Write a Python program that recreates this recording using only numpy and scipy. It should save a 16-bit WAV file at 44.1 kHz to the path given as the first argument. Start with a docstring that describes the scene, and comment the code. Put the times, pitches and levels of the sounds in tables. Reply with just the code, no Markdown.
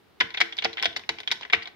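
"""A loose plastic spacebar, flicked by a finger, on a mechanical keyboard on a wooden desk.
Each contact rings the hollow keycap, its stems, its hard edges and the case, with a snap and a ping;
the bar rattles between clacks. Full landings ring the backplate and knock the desk; finger pushes thud.
A close stereo microphone hears the quiet room's low rumble and short tail."""
import sys
import numpy as np
from scipy import signal
from scipy.fft import rfft, irfft
from scipy.io import wavfile
from scipy.ndimage import uniform_filter1d, minimum_filter1d

SR = 44100
rng = np.random.default_rng(int(sys.argv[2]) if len(sys.argv) > 2 else 0)


def to_wav(s):
    """Save 16-bit WAV."""
    ch = np.atleast_2d(s).T  # columns
    pcm = np.round(np.clip(ch, -1, 1) * 32767)  # PCM
    wavfile.write(sys.argv[1], SR, pcm.astype(np.int16))


N = 77175


def amp(db):
    """Decibels to gain."""
    return 10 ** (np.asarray(db) / 20)


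def unit(x):
    """Scale to a total energy of 2, one per stereo channel."""
    return x / np.sqrt(np.sum(x ** 2) / 2 + 1e-20)


def butter(x, hz, kind, order=2):
    """Causal Butterworth filter."""
    return signal.sosfilt(signal.butter(order, hz, kind, fs=SR, output="sos"), x)


def envelope(t, rise_s, t60_s):
    """Exponential rise and decay."""
    return (1 - np.exp(-t / rise_s)) * amp(-60 * t / t60_s)


def stereo_noise(count, shared):
    """White noise; `shared` is the power fraction common to both channels."""
    white = rng.standard_normal((3, count))
    return np.sqrt(shared) * white[2] + np.sqrt(1 - shared) * white[:2]


def add(out, time_s, x, db, contact_s=0.005):
    """Mix in a unit-energy sound; `db` is its level referred to one contact time."""
    start = int(time_s * SR)
    out[:, start:start + x.shape[1]] += amp(db) * np.sqrt(contact_s * SR) * x[:, :N - start]


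# (frequency [Hz], relative density [dB])
RUMBLE_SPECTRUM = [(25, -24), (50, -8), (86, -0.5), (120, -4.5), (250, -3), (400, 0), (520, -8.5),
                   (700, -8), (1500, -12.5), (4000, -18), (7500, -33), (15500, -31)]

def room_rumble(rms_db=-59.5):
    """Steady low rumble and faint hiss of the room."""
    hz, db = np.transpose(RUMBLE_SPECTRUM)
    bins_hz = np.maximum(np.fft.rfftfreq(N, 1 / SR), 1)
    gain = amp(np.interp(np.log(bins_hz), np.log(hz), db))
    rumble = irfft(rfft(stereo_noise(N, shared=0.26)) * gain, N)
    return amp(rms_db) * rumble / rumble.std()


def struck_part(times_s, levels_db, favoured_hz, modes, lowpass_hz, left_lag_ms):
    """Each touch, a click plus dying chatter, rings one part; modes near the favoured pitch are lifted."""
    stagger_s = 0.0014  # the bar seats unevenly, so modes start one after another
    chatter_db, lift_db, lift_octaves = 1, 11.5, 0.083
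    count = len(times_s)
    hits = np.zeros((count, 2, SR // 6))
    t = np.arange(SR // 25) / SR
    fade = envelope(t, rise_s=stagger_s, t60_s=0.048)
    for hz, db, t60_s, pan_db in modes:
        force = np.zeros_like(hits)
        for touch in force:
            touch[:, :len(t)] = amp(chatter_db) * unit(stereo_noise(len(t), shared=0.41) * fade)
        click_at = (rng.random(count) * stagger_s * SR).astype(int)
        force[np.arange(count), :, click_at] += 1
        radius = amp(-60 / (t60_s * SR))
        feedback = [1, -2 * radius * np.cos(2 * np.pi * hz / SR), radius ** 2]
        rings = signal.lfilter([1, 0, -1], feedback, force) * amp([[pan_db / 2], [-pan_db / 2]])
        lifts_db = lift_db * np.exp(-(np.log2(hz / favoured_hz) / lift_octaves) ** 2)
        hits += np.array([amp(db + lift) * unit(ring) for lift, ring in zip(lifts_db, rings)])
    out = np.zeros((2, N))
    for time_s, db, hit in zip(times_s, levels_db, hits):
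        add(out, time_s, unit(hit), db)
    out = butter(out, lowpass_hz, "low", order=4)
    left, right = butter(out, modes[0][0] / 2, "high")
    n = np.arange(N)
    return np.array([np.interp(n - left_lag_ms * SR / 1000, n, left), right])


# (time [s], keycap [dB], stems [dB], edge [dB], case [dB], snap [dB], favoured pitch [Hz])
BAR_CONTACTS = [ (.2018, -31, -23, -37, -26, -51, 3780), (.2048, -18, -31, -21.5, -24, -49, 3400),
                (0.2087, -14.5, -17, -26.5, -21.5, -57, 1855), (.3042, -38, -42, -42, -66, -76, 4100),
                (0.3404, -72, -34.5, -43, -110, -92.5, 3600), (0.3449, -26.5, -45, -37, -32.5, -73, 2173),
                (0.3711, -72.5, -32, -36, -33, -76, 4050), (0.3731, -30.5, -23, -59, -33, -77, 3460),
                (.382, -33, -47, -43, -41, -67, 2220), (0.4033, -19, -22, -25, -24, -53, 1970),
                (.4068, -57, -30, -19.5, -59, -43, 3970), (.4126, -12.5, -19, -19.5, -31, -46.5, 2094),
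                (0.524, -36.5, -32, -39.5, -39, -84, 3360), (0.5685, -46, -48, -36, -40, -64, 4860),
                (0.579, -40, -35, -38, -44, -68, 4230), (0.5859, -30.5, -20.5, -37, -35, -66, 3470),
                (0.6222, -29.5, -29, -36, -28.5, -66, 2165), (.639, -33.5, -27, -34, -39, -64, 3760),
                (0.6456, -22.5, -29, -18, -20.5, -55, 4870), (.653, -20.5, -23.5, -49, -19.5, -57, 765),
                (0.7297, -39.5, -40, -33.5, -41, -73, 3950), (.771, -32.5, -32, -42.5, -32.5, -75, 3200),
                (0.781, -29.5, -32.5, -76, -55, -79, 2040), (0.788, -32.5, -41, -54, -50, -85, 2300),
                (0.7978, -34, -28.5, -51, -32.5, -72, 3400), (.816, -37, -39.5, -54, -31.5, -74, 2100),
                (0.8253, -23.5, -27, -20.5, -27, -43.5, 5370), (.832, -26.5, -23, -44, -23, -64, 1000),
                (0.844, -34, -21, -32, -31.5, -52, 3410), (.8552, -19, -16, -21.5, -22, -52.5, 3430),
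                (.928, -56, -40, -53, -52, -73, 3700), (.961, -38.5, -29, -46, -64, -73, 3730),
                (.9635, -27, -36, -24, -28, -58, 2090), (.969, -43, -34.5, -34, -32, -50.5, 4440),
                (.994, -42.5, -42, -42, -37.5, -68, 3700), (1.036, -43, -50, -77, -63, -83, 2200),
                (1.0907, -21, -23, -19.5, -22.5, -47.5, 4204), (1.1851, -38.5, -36, -39.5, -36, -72, 2240),
                (1.202, -37, -34, -36, -35, -57.5, 3640), (1.232, -44, -42, -48.5, -46, -78, 2160),
                (1.2748, -29, -20, -31.5, -33, -59, 3410), (1.305, -31, -42, -45, -46, -71, 3650),
                (1.314, -24, -17, -18, -27.5, -51, 3450), (1.3193, -24.5, -47, -23, -30, -45, 2030),
                (1.41, -45.5, -40, -39, -35, -77, 965), (1.4225, -40, -40, -49, -64, -82, 3630),
                (1.431, -36, -34, -46.5, -34, -73, 3120), (1.45, -36.5, -42.5, -48.5, -34, -75, 1850),
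                (1.499, -32, -34, -52.5, -34, -70.5, 1940), (1.526, -26.5, -32.5, -31.5, -28, -58, 3780),
                (1.5305, -32, -20.5, -24, -61, -52.5, 3750), (1.5333, -10, -17.5, -30, -20.5, -54, 2133),
                (1.5471, -23, -27.5, -34, -26, -65.5, 2140), (1.622, -40, -35.5, -48, -43.5, -70.5, 2040),
                (1.6275, -42, -52, -37.5, -65, -78, 4450), (1.656, -41.5, -34.5, -49, -35, -93, 3650),
                (1.673, -35.5, -41, -36.5, -35.5, -71, 3970)]
# each part: (frequency [Hz], level [dB], t60 [s], left minus right [dB])
KEYCAP_MODES = [(1506, -4.5, 0.022, -9), (1694, -11.5, 0.034, 9), (2000, 1, 0.0084, 5.5),
                (2260, -0.5, 0.0084, 1.5), (2267, -10.5, 0.072, 4), (2296, -3.5, 0.0067, 18.5)]
STEM_MODES = [(2964, 0, 0.0066, 0.013), (3296, -6, 0.032, 0.015), (3579, -1.5, 0.0083, 0.0095)]
EDGE_MODES = [(3983, -1, 0.0083, 3), (4530, -2.5, 0.022, -6.5), (5266, 2.5, 0.0067, -0.5),
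              (5960, -1, 0.0049, -37), (6910, -3.5, 0.0083, -46)]
CASE_MODES = [(426, -19, 0.058, 3), (701, -17, 0.053, -20), (816, -9, 0.026, -2), (1035, -4, 0.029, -4.5),
              (1180, -5.5, 0.012, -9.5), (1370, -8, .015, -14.5)]

def spacebar_clacks():
    """Every contact rings keycap, stems, edges and case together."""
    times_s, cap_db, stems_db, edge_db, case_db, _, hz = np.transpose(BAR_CONTACTS)
    keycap = struck_part(times_s, cap_db, hz, KEYCAP_MODES, lowpass_hz=4800, left_lag_ms=0.099)
    stems = struck_part(times_s, stems_db, hz, STEM_MODES, lowpass_hz=4320, left_lag_ms=0.21)
    edges = struck_part(times_s, edge_db, hz, EDGE_MODES, lowpass_hz=4680, left_lag_ms=0.24)
    case = struck_part(times_s, case_db, hz, CASE_MODES, lowpass_hz=760, left_lag_ms=0.3)
    return keycap + stems + edges + case


def edge_snaps(band_hz=(5040, 11900)):
    """A hard edge gives a brief, bright noise burst at each contact."""
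    t, out = np.arange(SR // 15) / SR, np.zeros((2, N))
    shape = envelope(t, rise_s=0.00066, t60_s=0.032)
    for time_s, *_, snap_db, _ in BAR_CONTACTS:
        burst = stereo_noise(len(t), shared=0.067) * shape
        add(out, time_s, unit(butter(burst, band_hz, "band")), snap_db)
    return out


# rows case, keycap, stems, edge: (centre pitch [Hz], left minus right [dB])
PART_PITCHES = [(900, -10.5), (2100, 11), (3400, -7.5), (4600, 1)]

def contact_pings(trim_db=-5.5, rise_s=0.00036, t60_s=0.010, left_lag_ms=0.16, lowpass_hz=4350):
    """The struck spot pings at its favoured pitch; level and pan follow the parts nearest in pitch."""
    t, out = np.arange(SR // 20) / SR, np.zeros((2, N))
    t = np.maximum([t - left_lag_ms / 1000, t], 0)
    centres_hz, pans_db = np.transpose(PART_PITCHES)
    shape = (1 - np.exp(-t / rise_s)) ** 2 * amp(-60 * t / t60_s)
    for time_s, cap_db, stems_db, edge_db, case_db, _, hz in BAR_CONTACTS:
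        pan_db = np.interp(hz, centres_hz, pans_db)
        level_db = np.interp(hz, centres_hz, [case_db, cap_db, stems_db, edge_db])
        ping = np.sin(2 * np.pi * hz * t) * shape * amp([[pan_db], [0]])
        add(out, time_s, unit(ping), level_db + trim_db)
    return butter(out, lowpass_hz, "low")


def thud(band_hz, t60_s):
    """A soft bump of low noise that swells and dies."""
    t = np.arange(SR // 3) / SR
    bump = stereo_noise(len(t), shared=0.91) * envelope(t, rise_s=0.019, t60_s=t60_s)
    return unit(butter(bump, band_hz, "band", order=3))


# (time [s], desk [dB], thud [dB], backplate [dB], backplate pitch [Hz])
BAR_LANDINGS = [(0.2113, -33, -39, -27, 999), (.413, -31, -51.5, -31, 732), (.653, -29, -44.5, -29, 757),
                (0.855, -35.5, -43, -29, 691), (1.095, -35.5, -44, -34, 906),
                (1.3207, -54, -48.5, -35.5, 917), (1.5326, -33, -40, -26.5, 731)]
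# (frequency [Hz], level [dB], t60 [s], left minus right [dB])
DESK_MODES = [(204.6, -9, 0.19, -2), (336, 0.5, 0.2, -0.2), (452, 3.5, 0.15, 0.74)]

def bar_landings(plate_t60_s=0.053, plate_left_db=-8.5):
    """A full landing rings the backplate, knocks the desk top and leaves a thud."""
    times_s, desk_db, _, _, plate_hz = np.transpose(BAR_LANDINGS)
    out = struck_part(times_s, desk_db, plate_hz, DESK_MODES, lowpass_hz=1750, left_lag_ms=0.31)
    t = np.arange(SR // 6) / SR
    for time_s, _, thud_db, plate_db, hz in BAR_LANDINGS:
        plate = np.sin(2 * np.pi * hz * t) * amp(-60 * t / plate_t60_s) * amp([[plate_left_db], [0]])
        add(out, time_s, unit(butter(plate, [hz / 2, hz * 2], "band")), plate_db)
        add(out, time_s, thud(band_hz=(60.4, 333), t60_s=0.2), thud_db)
    return out


# (band centre [Hz], gain [dB], t60 [s])
TAIL_BANDS = [(150, -37, 0.42), (370, -12.5, 0.91), (790, -13.5, 0.54), (1480, -13.5, 0.36),
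              (3170, -16.5, 0.36), (6700, -17, 0.4), (12800, -13.5, 0.29)]

def room_tail(x, delay_s=0.012, build_s=0.0037):
    """Diffuse reflections of a small room, decaying per octave band."""
    t, response = np.arange(SR // 2) / SR, 0
    build = 1 - np.exp(-np.maximum(t - delay_s, 0) / build_s)
    for hz, db, t60_s in TAIL_BANDS:
        noise = unit(stereo_noise(len(t), shared=0.067) * build * amp(-60 * t / t60_s))
        response += amp(db) * butter(noise, [hz / np.sqrt(2), hz * np.sqrt(2)], "band")
    return signal.fftconvolve(x, response, axes=1)[:, :N]


# (time [s], level [dB])
FINGER_PUSHES = [(.60, -55), (.79, -51), (.94, -46.5), (1.282, -49), (1.407, -51.5)]

def finger_pushes():
    """The fingertip pushes the bar and the keyboard gives with a soft thud."""
    out = np.zeros((2, N))
    for time_s, db in FINGER_PUSHES:
        add(out, time_s, thud(band_hz=(60.5, 464), t60_s=0.21), db)
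    return out


def scene():
    """Keyboard and desk in the room."""
    body = spacebar_clacks() + edge_snaps() + bar_landings() + finger_pushes()
    pings = contact_pings()
    ping_send_db = -16  # pings stay mostly dry, so they sound short and leave no ringing tone in the room
    return body + pings + room_tail(body + amp(ping_send_db) * pings) + room_rumble()


def record(dry):
    """Fast peak limiter, then a steep low-pass."""
    ceiling, cutoff_hz = 0.95, 15700
    gain = ceiling / np.maximum(np.abs(dry).max(axis=0), ceiling)
    held_gain = minimum_filter1d(gain, size=129)
    smooth_gain = uniform_filter1d(held_gain, size=65)
    lowpass = signal.ellip(10, 0.1, 80, cutoff_hz, fs=SR, output="sos")
    return signal.sosfilt(lowpass, smooth_gain * dry)


dry = scene()
out = record(dry)
to_wav(out)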